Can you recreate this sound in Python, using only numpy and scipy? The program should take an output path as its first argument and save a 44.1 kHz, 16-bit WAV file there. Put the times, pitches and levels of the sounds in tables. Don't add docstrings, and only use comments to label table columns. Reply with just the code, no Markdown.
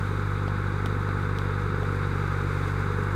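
import sys
import numpy as np
from scipy import signal
from scipy.fft import rfft, irfft
from scipy.io import wavfile

SR = 44100
rng = np.random.default_rng(int(sys.argv[2]) if len(sys.argv) > 2 else 0)


def int16_out(signal):
    q = np.round(np.clip(np.atleast_2d(signal).T, -1, 1) * 32767)
    wavfile.write(sys.argv[1], SR, q.astype(np.int16))


N = 138915
T = np.arange(N) / SR
CYLINDERS, FIRST_FIRING_S = 4, .0124

FIRING_RATE = [(0.0, 49.28), (0.5, 49.15), (1.1, 49.23), (1.45, 48.72), (1.7, 48.92), (2.2, 48.0),
               (2.45, 47.83), (2.75, 48.14), (3.0, 48.95), (3.15, 49.46)]
# (multiple of the firing rate, level/dB, change with sag/dB per Hz)
THUD_TONES = [(1, -35.5, 0.5), (2, -29.5, -.5), (3, -35, 1.9), (4, -45, -2.5), (5, -50, -1.5),
              (6, -51.5, -2), (7, -54, 0), (8, -46.5, 1.3), (9, -55, 3), (10, -53, -1)]
# (f/Hz, relative level/dB)
BURBLE_SPECTRUM = [(12, -17), (60, -5.5), (110, -3.5), (180, -1), (260, -1.5), (350, -3), (460, -4),
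                   (520, -6), (600, -20.5), (750, -62)]
# (t/s, level/dB)
GROWL_LEVEL = [(0, -46), (.9, -46), (1.5, -41.5), (2.3, -42), (3.15, -39.8)]

# (f/Hz, relative level/dB)
CLATTER_SPECTRUM = [(450, -40), (650, -17), (820, -7), (1020, -4.5), (1280, 0), (1540, -1.5), (1850, -11.5),
                    (2200, -14), (2800, -26), (3500, -45)]
# (t/s, level/dB)
CLATTER_LEVEL = [(0, -38), (.9, -36.5), (2.2, -36.5), (3.15, -35.5)]
# (f/Hz, width/Hz, level/dB, change with sag/dB per Hz)
STEEL_RINGS = [(1292, 185, -49, 0.5), (2216, 490, -52, 2.5), (3730, 556, -55.5, 0.7), (4784, 410, -65, 2)]
# (multiple of the firing rate, level/dB, waver/cycles)
HUM_TONES = [(1.126, -52.5, .03), (2.25, -49, 0.07), (3.447, -46.5, 0.037), (17.1, -56.5, 0.088),
             (20.5, -55.5, 0.071), (21.97, -55, 0.1), (25.97, -48.5, 0.13), (26.6, -54, 0.18),
             (30.37, -49, 0.13)]

# (f/Hz, relative level/dB)
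HISS_SPECTRUM = [(1500, -10), (2800, 2), (5300, -1), (6300, 2.5), (7100, 0.5), (9400, -1.5), (10300, -10.5),
                 (11200, -3.5), (13500, -11), (15800, -13)]
# (t/s, level/dB)
HISS_LEVEL = [(0, -57.5), (.5, -60), (1.75, -60), (1.85, -58.5), (2.2, -58), (2.52, -56.5), (2.63, -56.5),
              (2.69, -55.5), (2.75, -58), (3.15, -58)]

# (t/s, ring level/dB, crack level/dB)
KNOCKS = [(.4802, -27, -36), (1.0903, -30, -43), (1.8313, -27.5, -40)]
# (f/Hz, relative level/dB, time to fade by 60 dB/s)
KNOCK_TONES = [(690, 2, 0.012), (3200, -14, .008)]
# (f/Hz, relative level/dB)
KNOCK_SPECTRUM = [(800, 0), (3500, -2), (6000, -21), (12000, -26)]

# (t/s, ring level/dB, crack level/dB)
TICKS = [(.8597, -25, -29), (1.3868, -33, -34)]
# (f/Hz, relative level/dB, time to fade by 60 dB/s)
TICK_TONES = [(3200, -1, 0.0057), (2800, -29, .025), (3760, -18, 0.02), (760, -2, 0.016)]
# (f/Hz, relative level/dB)
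TICK_SPECTRUM = [(2300, 1), (3500, 6.5), (5200, -8.5), (7500, -7.5), (10000, -10.5), (15500, -17)]


def amp(db):
    return 10 ** (np.asarray(db) / 20)


def unit(x):
    return x / np.sqrt(np.mean(x ** 2) + 1e-20)


def curve(points):
    return np.interp(T, *np.transpose(points))


def colour(x, spectrum):
    hz = np.fft.rfftfreq(len(x), 1 / SR) + 1
    table_hz, table_db = np.transpose(spectrum)
    gain = amp(np.interp(np.log(hz), np.log(table_hz), table_db))
    edges = np.minimum(hz / table_hz[0], 1) ** 3 * np.minimum(table_hz[-1] / hz, 1) ** 3
    return unit(irfft(rfft(x) * gain * edges, len(x)))


def resonate(x, hz, width_hz):
    distance = (np.fft.rfftfreq(N, 1 / SR) - hz) / width_hz
    return unit(irfft(rfft(x) / (1 + 1j * distance) ** 4, N))


def drift(rate_hz):
    hz = np.fft.rfftfreq(N, 1 / SR)
    return unit(irfft(rfft(rng.standard_normal(N)) / (1 + (hz / rate_hz) ** 4), N))


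def bursts(firings, repeat, lag, swing_db, uneven_db):
    size = 3600
    pattern = irfft(np.exp(2j * np.pi * rng.random(size // 2 + 1)))
    looped = unit(np.interp(firings / CYLINDERS, np.arange(size) / size, pattern, period=1))
    noise = np.sqrt(repeat) * looped + np.sqrt(1 - repeat) * rng.standard_normal(N)
    swell_db = swing_db * np.cos(2 * np.pi * (firings - lag))
    return noise * amp(swell_db + uneven_db * drift(34))


def exhaust(firings, sag_hz, jitter_cycles=.0048, burble_db=-38.5):
    phase = 2 * np.pi * (firings + jitter_cycles * drift(10))
    thud = sum(amp(db + per_hz * sag_hz) * np.sin(multiple * phase) for multiple, db, per_hz in THUD_TONES)
    gas = bursts(firings, repeat=.21, lag=.03, swing_db=1, uneven_db=1.3)
    burble = colour(gas, BURBLE_SPECTRUM) * amp(burble_db)
    puffs = bursts(firings, repeat=.42, lag=-.18, swing_db=2.5, uneven_db=.5)
    growl = resonate(puffs, hz=441, width_hz=117) * amp(curve(GROWL_LEVEL))
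    wobble = 1 + .025 * drift(13)
    return np.sqrt(2) * thud * wobble + burble + growl


def engine_block(firings, sag_hz):
    shaking = bursts(firings, repeat=.45, lag=.14, swing_db=1.14, uneven_db=.5)
    clatter = colour(shaking, CLATTER_SPECTRUM) * amp(curve(CLATTER_LEVEL))
    rattle = bursts(firings, repeat=.28, lag=.14, swing_db=.3, uneven_db=.93)
    rings = sum(amp(db + per_hz * sag_hz) * resonate(rattle, hz, width_hz)
                for hz, width_hz, db, per_hz in STEEL_RINGS)
    return clatter + rings


def drive_line(firings):
    return np.sqrt(2) * sum(amp(db) * np.sin(2 * np.pi * (multiple * firings + waver * drift(4.1)))
                            for multiple, db, waver in HUM_TONES)


def mulcher(shreds_per_s=450, spread_db=7, clumps_db=.5):
    sizes = amp(spread_db * np.minimum(rng.exponential(1, N), 4))
    signs = rng.choice([-1, 1], N)
    hits = rng.random(N) < shreds_per_s / SR
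    shreds = unit(sizes * signs * hits) * amp(-12)
    hiss = colour(rng.standard_normal(N) + shreds, HISS_SPECTRUM)
    return hiss * amp(curve(HISS_LEVEL) + clumps_db * drift(18))


def taps(events, tones, spectrum, crack_s, tail_db, tail_s):
    out = np.zeros(N)
    t = np.arange(SR // 20) / SR
    ring = sum(amp(db - 60 * t / fade_s) * np.sin(2 * np.pi * hz * t) for hz, db, fade_s in tones)
    fade = np.exp(-t / crack_s) + amp(tail_db) * np.exp(-t / tail_s)
    for start_s, ring_db, crack_db in events:
        crack = fade * colour(rng.standard_normal(len(t)), spectrum)
        start = round(start_s * SR)
        out[start:start + len(t)] += amp(ring_db) * ring + amp(crack_db) * crack
    return out


def scene():
    rate_hz = curve(FIRING_RATE)
    firings = np.cumsum(rate_hz) / SR - FIRST_FIRING_S * rate_hz[0]
    sag_hz = rate_hz.mean() - rate_hz
    tractor = exhaust(firings, sag_hz) + engine_block(firings, sag_hz) + drive_line(firings)
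    grass = mulcher()
    knocks = taps(KNOCKS, KNOCK_TONES, KNOCK_SPECTRUM, crack_s=.00054, tail_db=-11, tail_s=.0087)
    ticks = taps(TICKS, TICK_TONES, TICK_SPECTRUM, crack_s=.00047, tail_db=-16, tail_s=.013)
    return (tractor + grass + knocks + ticks)[None]


def record(dry, cutoff_hz=15800):
    low_pass = signal.firwin(511, cutoff_hz, window=("kaiser", 9), fs=SR)
    return signal.oaconvolve(dry, low_pass[None], "same")


dry = scene()
out = record(dry)
int16_out(out)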